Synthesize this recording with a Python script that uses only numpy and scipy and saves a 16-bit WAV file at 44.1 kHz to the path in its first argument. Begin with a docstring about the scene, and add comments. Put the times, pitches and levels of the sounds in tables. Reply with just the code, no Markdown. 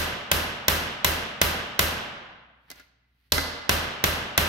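"""A large, hard workshop: a hammer drives a hand-held steel set onto a rivet in sheet metal over a bench anvil.
Each blow sums damped steel modes, a decaying noise crack, slow bench modes and a decaying noise room answer.
Between two groups of blows the set slides and ticks onto the next rivet, where it is loose and rings at first.
Shaped noise and two hum tones make the quiet background."""
import sys
import numpy as np
from scipy import signal
from scipy.fft import rfft, irfft, next_fast_len
from scipy.io import wavfile
from scipy.ndimage import uniform_filter1d

SR = 44100
rng = np.random.default_rng(int(sys.argv[2]) if len(sys.argv) > 2 else 0)


def output_pcm(signal):
    """Save a mono or channel-first signal as 16-bit PCM at the path in sys.argv[1].

    Samples are clipped to [-1, 1] before scaling.
    """
    pcm = np.clip(np.atleast_2d(signal).T, -1, 1) * 32767
    wavfile.write(sys.argv[1], SR, np.round(pcm).astype(np.int16))


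N = 197677


def amp(db):
    """Decibels to gain."""
    return 10 ** (np.asarray(db) / 20)


def unit(x):
    """Scale to rms 1."""
    return x / np.sqrt(np.mean(x ** 2) + 1e-20)


def along(points, hz):
    """Interpolate (frequency [Hz], value) points on a log frequency axis."""
    point_hz, value = np.transpose(points)
    return np.interp(np.log(hz + 1), np.log(point_hz + 1), value)


def filtered(x, response):
    """Multiply the spectrum of x by response(hz)."""
    n = x.shape[-1]
    padded = next_fast_len(n + 8192, True)
    spectrum = rfft(x, padded) * response(np.fft.rfftfreq(padded, 1 / SR))
    return irfft(spectrum, padded)[..., :n]


def add(track, start_s, sound):
    """Mix a sound in at start_s, which may lie before the start of the track."""
    start = round(start_s * SR)
    part = sound[:, max(-start, 0):N - start]
    track[:, max(start, 0):][:, :part.shape[1]] += part


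def diffuse(n, likeness):
    """White noise at two microphones, with a given likeness at each frequency."""
    def mid_side_gains(hz):
        angle = np.arccos(np.clip(along(likeness, hz), -1, 1)) / 2
        return np.array([np.cos(angle), np.sin(angle)])

    mid, side = filtered(rng.standard_normal((2, n)), mid_side_gains)
    return np.array([mid + side, mid - side])


def renewed(pattern, likeness, share):
    """Keep a stereo noise pattern but replace a share of its power with new noise."""
    share = np.clip(share, 0, 1)
    fresh = diffuse(pattern.shape[1], likeness)
    return np.sqrt(1 - share) * pattern + np.sqrt(share) * fresh


def dying(x, t60_points, size):
    """Decay each frequency at its own rate, frame by frame."""
    hz, t, frames = signal.stft(x, SR, nperseg=size)
    decay = amp(-60 * t / along(t60_points, hz)[:, None])
    return signal.istft(frames * decay, SR, nperseg=size)[1][:, :x.shape[1]]


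def ring(modes, t, spread_rad):
    """Damped modes, each reaching the two microphones with phases up to spread_rad apart."""
    phases = rng.uniform(-spread_rad, spread_rad, (len(modes), 1, 1)) * np.array([[.5], [-.5]])
    return sum(amp(db - 60 * t / t60_s) * np.sin(2 * np.pi * hz * t + phase)
               for (hz, db, t60_s), phase in zip(modes, phases))


# room decay: (frequency [Hz], t60 [s])
ROOM_T60 = [(50, 0.65), (130, 1.8), (300, 0.84), (750, 1.517), (1900, 1.47), (3200, 1.266), (5100, 0.86),
            (8000, 0.57), (13500, 0.36)]
# left-right likeness of the reverberant tail and the air: wide in the middle, narrower in bass and treble:
# (frequency [Hz], likeness [-1 to 1])
TAIL_LIKENESS = [(100, .97), (200, .86), (400, .58), (750, .4), (1300, 0), (2400, 0), (4400, 0),
                 (8000, .55), (15000, .7)]


def in_room(x, wet_db):
    """Add reverberation: convolution with decaying noise, which blurs pure tones."""
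    n = x.shape[1]
    tail = dying(diffuse(n, TAIL_LIKENESS), ROOM_T60, size=256) / np.sqrt(SR / 10)
    return x + amp(wet_db) * signal.fftconvolve(x, tail, axes=1)[:, :n]


# ventilation spectrum shape: (frequency [Hz], relative density [dB per Hz])
AIR_SPECTRUM = [(25, -20), (60, -9), (130, -9), (250, -13.5), (500, -30.5), (2100, -33), (6500, -49.5),
                (16000, -58.5)]


def workshop():
    """Low ventilation noise and mains hum at 60 Hz and its octave."""
    t = np.arange(N) / SR
    air = unit(filtered(diffuse(N, TAIL_LIKENESS), lambda hz: amp(along(AIR_SPECTRUM, hz))))
    hum = sum(amp(db) * np.sin(2 * np.pi * hz * t) for hz, db in [(60, -63), (120, -72)])
    return amp(-71.0) * air + hum


# left-right likeness of close contact noise: (frequency [Hz], likeness [-1 to 1])
CLOSE_LIKENESS = [(100, .97), (200, .85), (400, .05), (2400, .05), (6000, .25)]
# slides of set on sheet: (peak time [s], dry level [dB], rise [dB/s], tilt [dB/octave])
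SLIDE_EVENTS = [(2.785, -52.5, 136, -3), (3.27, -67, 60, -1)]
SLIDE_FALL_DB_PER_S = 195
# scrape spectrum shape before tilt: (frequency [Hz], relative density [dB per Hz])
SCRAPE_SPECTRUM = [(100, -25), (300, -7), (700, -10), (2000, 5), (4500, 1), (7500, -16), (12000, -4),
                   (15500, -5)]


def sliding():
    """The set scrapes faintly on the sheet: gritty noise with a swell and a quick stop."""
    out, t = np.zeros((2, N)), np.arange(N) / SR
    for peak_s, db, rise_db_per_s, tilt_db in SLIDE_EVENTS:
        grit = diffuse(N, CLOSE_LIKENESS) * rng.exponential(size=N)
        scrape = unit(filtered(grit, lambda hz: amp(along(SCRAPE_SPECTRUM, hz) + tilt_db * np.log2(hz + 200))))
        swell_db = np.minimum(rise_db_per_s * (t - peak_s), SLIDE_FALL_DB_PER_S * (peak_s - t))
        out += scrape * amp(db + swell_db)
    return in_room(out, wet_db=-4.5)


# colour change at looseness 1: (frequency [Hz], gain [dB])
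LOOSE_COLOUR = [(200, -6.5), (1000, -1.5), (2000, -6), (2600, -8), (3400, -3), (4400, 11), (5800, 3.5),
                (7500, 2.5), (12000, 4), (15000, -6)]


def contact_colour(hz, treble_db, loose):
    """Contact gain [dB]: harder is brighter; a loose set moves the weight of the sound up."""
    treble_shelf = hz ** 2 / (hz ** 2 + 7000 ** 2)
    return loose * along(LOOSE_COLOUR, hz) + treble_db * treble_shelf


# light contacts, as the set is put down, rattles or rebounds:
# (time [s], level [dB], treble shelf [dB], relative ring level [dB], favoured frequency [Hz])
LIGHT_TAPS = [(2.7018, -25.5, 0, -4, 3950), (2.7132, -27, 3, -3, 2030), (2.757, -39, -5, -2, 1450),
              (2.797, -33.5, -9, 4, 1350), (3.3797, -4, -22, -3, 1700)]
# loosely seated set and sheet, undamped by fingers: (frequency [Hz], relative level [dB], t60 [s])
LOOSE_MODES = [(268, -8, .5), (474, -10, .4), (598, -10, .45), (1425, -7, .28), (1590, -10, .2),
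               (1680, -10, .25), (2030, -6, .15), (2035, -12.5, .7), (3470, -19, .15), (3960, -14, .17),
               (4320, -15, .35), (4570, -13, .35), (5320, -14, .3), (6270, -19, .15)]
FAVOUR_DB, FAVOUR_OCTAVES = 8, 0.5  # lift and reach around the favoured frequency
# contact crack spectrum: (frequency [Hz], relative density [dB per Hz])
CRACK_SPECTRUM = [(30, -15.5), (120, -8), (400, -3.5), (1500, -7.5), (3000, -4), (4800, -7.5), (6300, -3.5),
                  (7400, -10), (10300, -10.5), (11400, -6.5), (13000, -1.5), (14300, -3.5), (15700, -7)]
# contact crack decay: (frequency [Hz], t60 [s])
CRACK_DECAY = [(100, 0.038), (2000, 0.062), (6000, 0.028), (13000, 0.015)]


def light_contacts():
    """A noise tick and a short finger-damped ring; each touched spot favours some modes."""
    out, t = np.zeros((2, N)), np.arange(3 * SR // 4) / SR
    fingers = amp(-60 * t / .11)
    attack = 1 - np.exp(-t / 0.0007)
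    for start_s, db, treble_db, ring_db, spot_hz in LIGHT_TAPS:
        def tick_gain(hz):
            return amp(along(CRACK_SPECTRUM, hz) + contact_colour(hz, treble_db, loose=0.4))

        def favour_db(hz):
            return FAVOUR_DB * np.exp(-(np.log2(hz / spot_hz) / FAVOUR_OCTAVES) ** 2)

        tick = dying(filtered(diffuse(len(t), CLOSE_LIKENESS), tick_gain), CRACK_DECAY, size=64)
        modes = [(hz, mode_db + favour_db(hz), t60_s) for hz, mode_db, t60_s in LOOSE_MODES]
        damped_ring = fingers * ring(modes, t, spread_rad=np.pi * 3 / 4)
        tap = (tick + amp(ring_db - 16.0) * damped_ring) * attack
        add(out, start_s, amp(db) * in_room(tap, wet_db=-7))
    return out


# hammer blows: (time [s], level [dB], treble shelf [dB], zing [Hz])
HAMMER_BLOWS = [(-.055, 0.5, 0.5, 11900), (0.3141, 0.5, 0.5, 11400), (.6812, 1, 2.5, 12900),
                (1.045, 0.5, 2, 13400), (1.4142, 1, 0.5, 12100), (1.7916, 0.5, 2.5, 11900),
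                (3.3201, -1, 0, 13100), (3.6925, 1.5, -2.5, 14600), (4.039, .5, -0.5, 13000),
                (4.3766, 2, -2.5, 12800)]
MOVED_S = 2.7  # set moved to the next rivet
FIRST_LOOSENESS, LOOSENESS_KEPT = 0.62, .14  # start value (0-1), share left after each blow


def looseness(time_s):
    """The set sits loosely on a new rivet; each blow since the move seats it more firmly."""
    earlier = sum(MOVED_S < blow[0] < time_s for blow in HAMMER_BLOWS)
    return FIRST_LOOSENESS * LOOSENESS_KEPT ** earlier * (time_s > MOVED_S)


# set, sheet and anvil pressed together: (frequency [Hz], width [Hz], relative level before width scaling [dB])
STEEL_MODES = [(564, 210, -6), (1022, 26, -1), (1556, 83, 1), (2040, 97, 1), (2800, 900, -14),
               (3597, 40, -1.5), (4025, 87, -6.5), (5190, 290, -24), (5750, 37, -8.5), (5950, 330, -15.5),
               (7060, 49, -24.5), (9270, 87, -26), (9160, 150, -21), (11430, 110, -8.5),
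               (12500, 170, -14.5), (13300, 150, -17), (14100, 530, -16.5), (15300, 170, -14.5)]


def steel_colour(hz):
    """Gain that makes the steel's resonances stand out a little in the room's answer."""
    depth = 0.73
    power = sum(1 / (1 + (2 * (hz - mode_hz) / width_hz) ** 2) for mode_hz, width_hz, _ in STEEL_MODES)
    return np.sqrt((1 + depth * power) / (1 + depth / 4))


# bench under the anvil: (frequency [Hz], relative level [dB], t60 [s])
BENCH_MODES = [(42.8, -29, .6), (63.3, -22.5, 0.18), (79.64, -20.5, 0.53), (159.3, -32, .4),
               (232, -42.5, 0.77), (546, -40.5, .7), (590, -33.5, .72)]
THUMP_DB, LOOSE_THUMP_DB = -3.5, 2.5  # bench gain when seated, rise at looseness 1
# lengthwise ring of the set: (frequency [Hz], relative level [dB], t60 [s])
LENGTHWISE_MODE = [(11290, -35.5, .14)]
# room answer spectrum: (frequency [Hz], relative density [dB per Hz])
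HALL_SPECTRUM = [(30, -20.5), (120, -14.5), (300, -14.5), (550, -16), (900, -16.5), (1500, -14.5),
                 (2050, -18), (2400, -20), (3000, -18), (4500, -23), (6000, -25), (7400, -28), (10500, -28),
                 (11500, -22), (15500, -27)]
ZING_DB, ZING_WIDTH_HZ = 4, 330  # high resonance of the contact


def hammering():
    """Blows on nearly the same spot excite steel, bench and room with only small changes."""
    out, t = np.zeros((2, N)), np.arange(3 * SR // 2) / SR
    brief = t[:SR // 10]
    clank = np.zeros((2, len(brief)))
    for k, (hz, width_hz, db) in enumerate(STEEL_MODES):
        t60_s = np.log(1000) / np.pi / width_hz
        clank += amp(-51) * (-1) ** k * width_hz * ring([(hz, db, t60_s)], brief, spread_rad=2.0)
    thump = ring(BENCH_MODES, t, spread_rad=np.pi / 10) * (1 - np.exp(-t / 0.011))
    ping = in_room(ring(LENGTHWISE_MODE, t, spread_rad=np.pi), wet_db=3)
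    loose_ring = in_room(amp(-21.5) * ring(LOOSE_MODES, t, spread_rad=2.2), wet_db=-1.5)
    crack_pattern = diffuse(len(brief), CLOSE_LIKENESS)
    hall_pattern = diffuse(len(t), TAIL_LIKENESS)
    contact_attack = 1 - np.exp(-(brief / 0.0012) ** 2)
    hall_attack = 1 - np.exp(-(t / 0.012) ** 2)  # the walls answer a moment later

    for start_s, db, treble_db, zing_hz in HAMMER_BLOWS:
        loose = looseness(start_s)
        crack = renewed(crack_pattern, CLOSE_LIKENESS, share=0.54)
        crack = filtered(crack, lambda hz: amp(along(CRACK_SPECTRUM, hz)))
        hall = renewed(hall_pattern, TAIL_LIKENESS, share=.2)
        hall = filtered(hall, lambda hz: amp(along(HALL_SPECTRUM, hz)) * steel_colour(hz))
        blow = dying(hall, ROOM_T60, size=256) * hall_attack
        blow[:, :len(brief)] += (clank + dying(crack, CRACK_DECAY, size=64)) * contact_attack

        def blow_gain(hz):
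            # the zing's pitch differs from blow to blow
            zing = ZING_DB * np.exp(-((hz - zing_hz) / ZING_WIDTH_HZ) ** 2)
            return amp(contact_colour(hz, treble_db, loose) + zing)

        blow = filtered(blow + ping, blow_gain)
        bench = amp(THUMP_DB + loose * LOOSE_THUMP_DB) * thump
        add(out, start_s, amp(db) * (blow + bench + loose * loose_ring))
    return out


# stereo lean of the steel sounds: (frequency [Hz], left minus right [dB])
STEREO_LEAN = [(100, -1.6), (270, 0), (700, -0.8), (2400, 0.5), (4400, -4), (8000, 0), (14000, 0.3)]


def scene():
    """Riveting over the workshop background; some bands of the riveting lean to one microphone."""
    steel = hammering() + light_contacts() + sliding()
    leaning = filtered(steel, lambda hz: amp(along(STEREO_LEAN, hz) * np.array([[.5], [-.5]])))
    return leaning + workshop()


TOP_HZ = 15750


def record(dry):
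    """Turn quiet passages down, round off the highest peaks and cut steeply above TOP_HZ."""
    power = uniform_filter1d(np.mean(dry ** 2, axis=0), size=SR // 25)
    level_db = 10 * np.log10(np.abs(power) + 1e-12)
    hushed = dry * amp(np.interp(level_db, [-63, -46], [-6, 0]))
    rounded = hushed / (1 + np.abs(hushed) ** 6) ** (1 / 6)
    return filtered(rounded, lambda hz: 1 / np.sqrt(1 + (hz / TOP_HZ) ** 160))


dry = scene()
out = record(dry)
output_pcm(out)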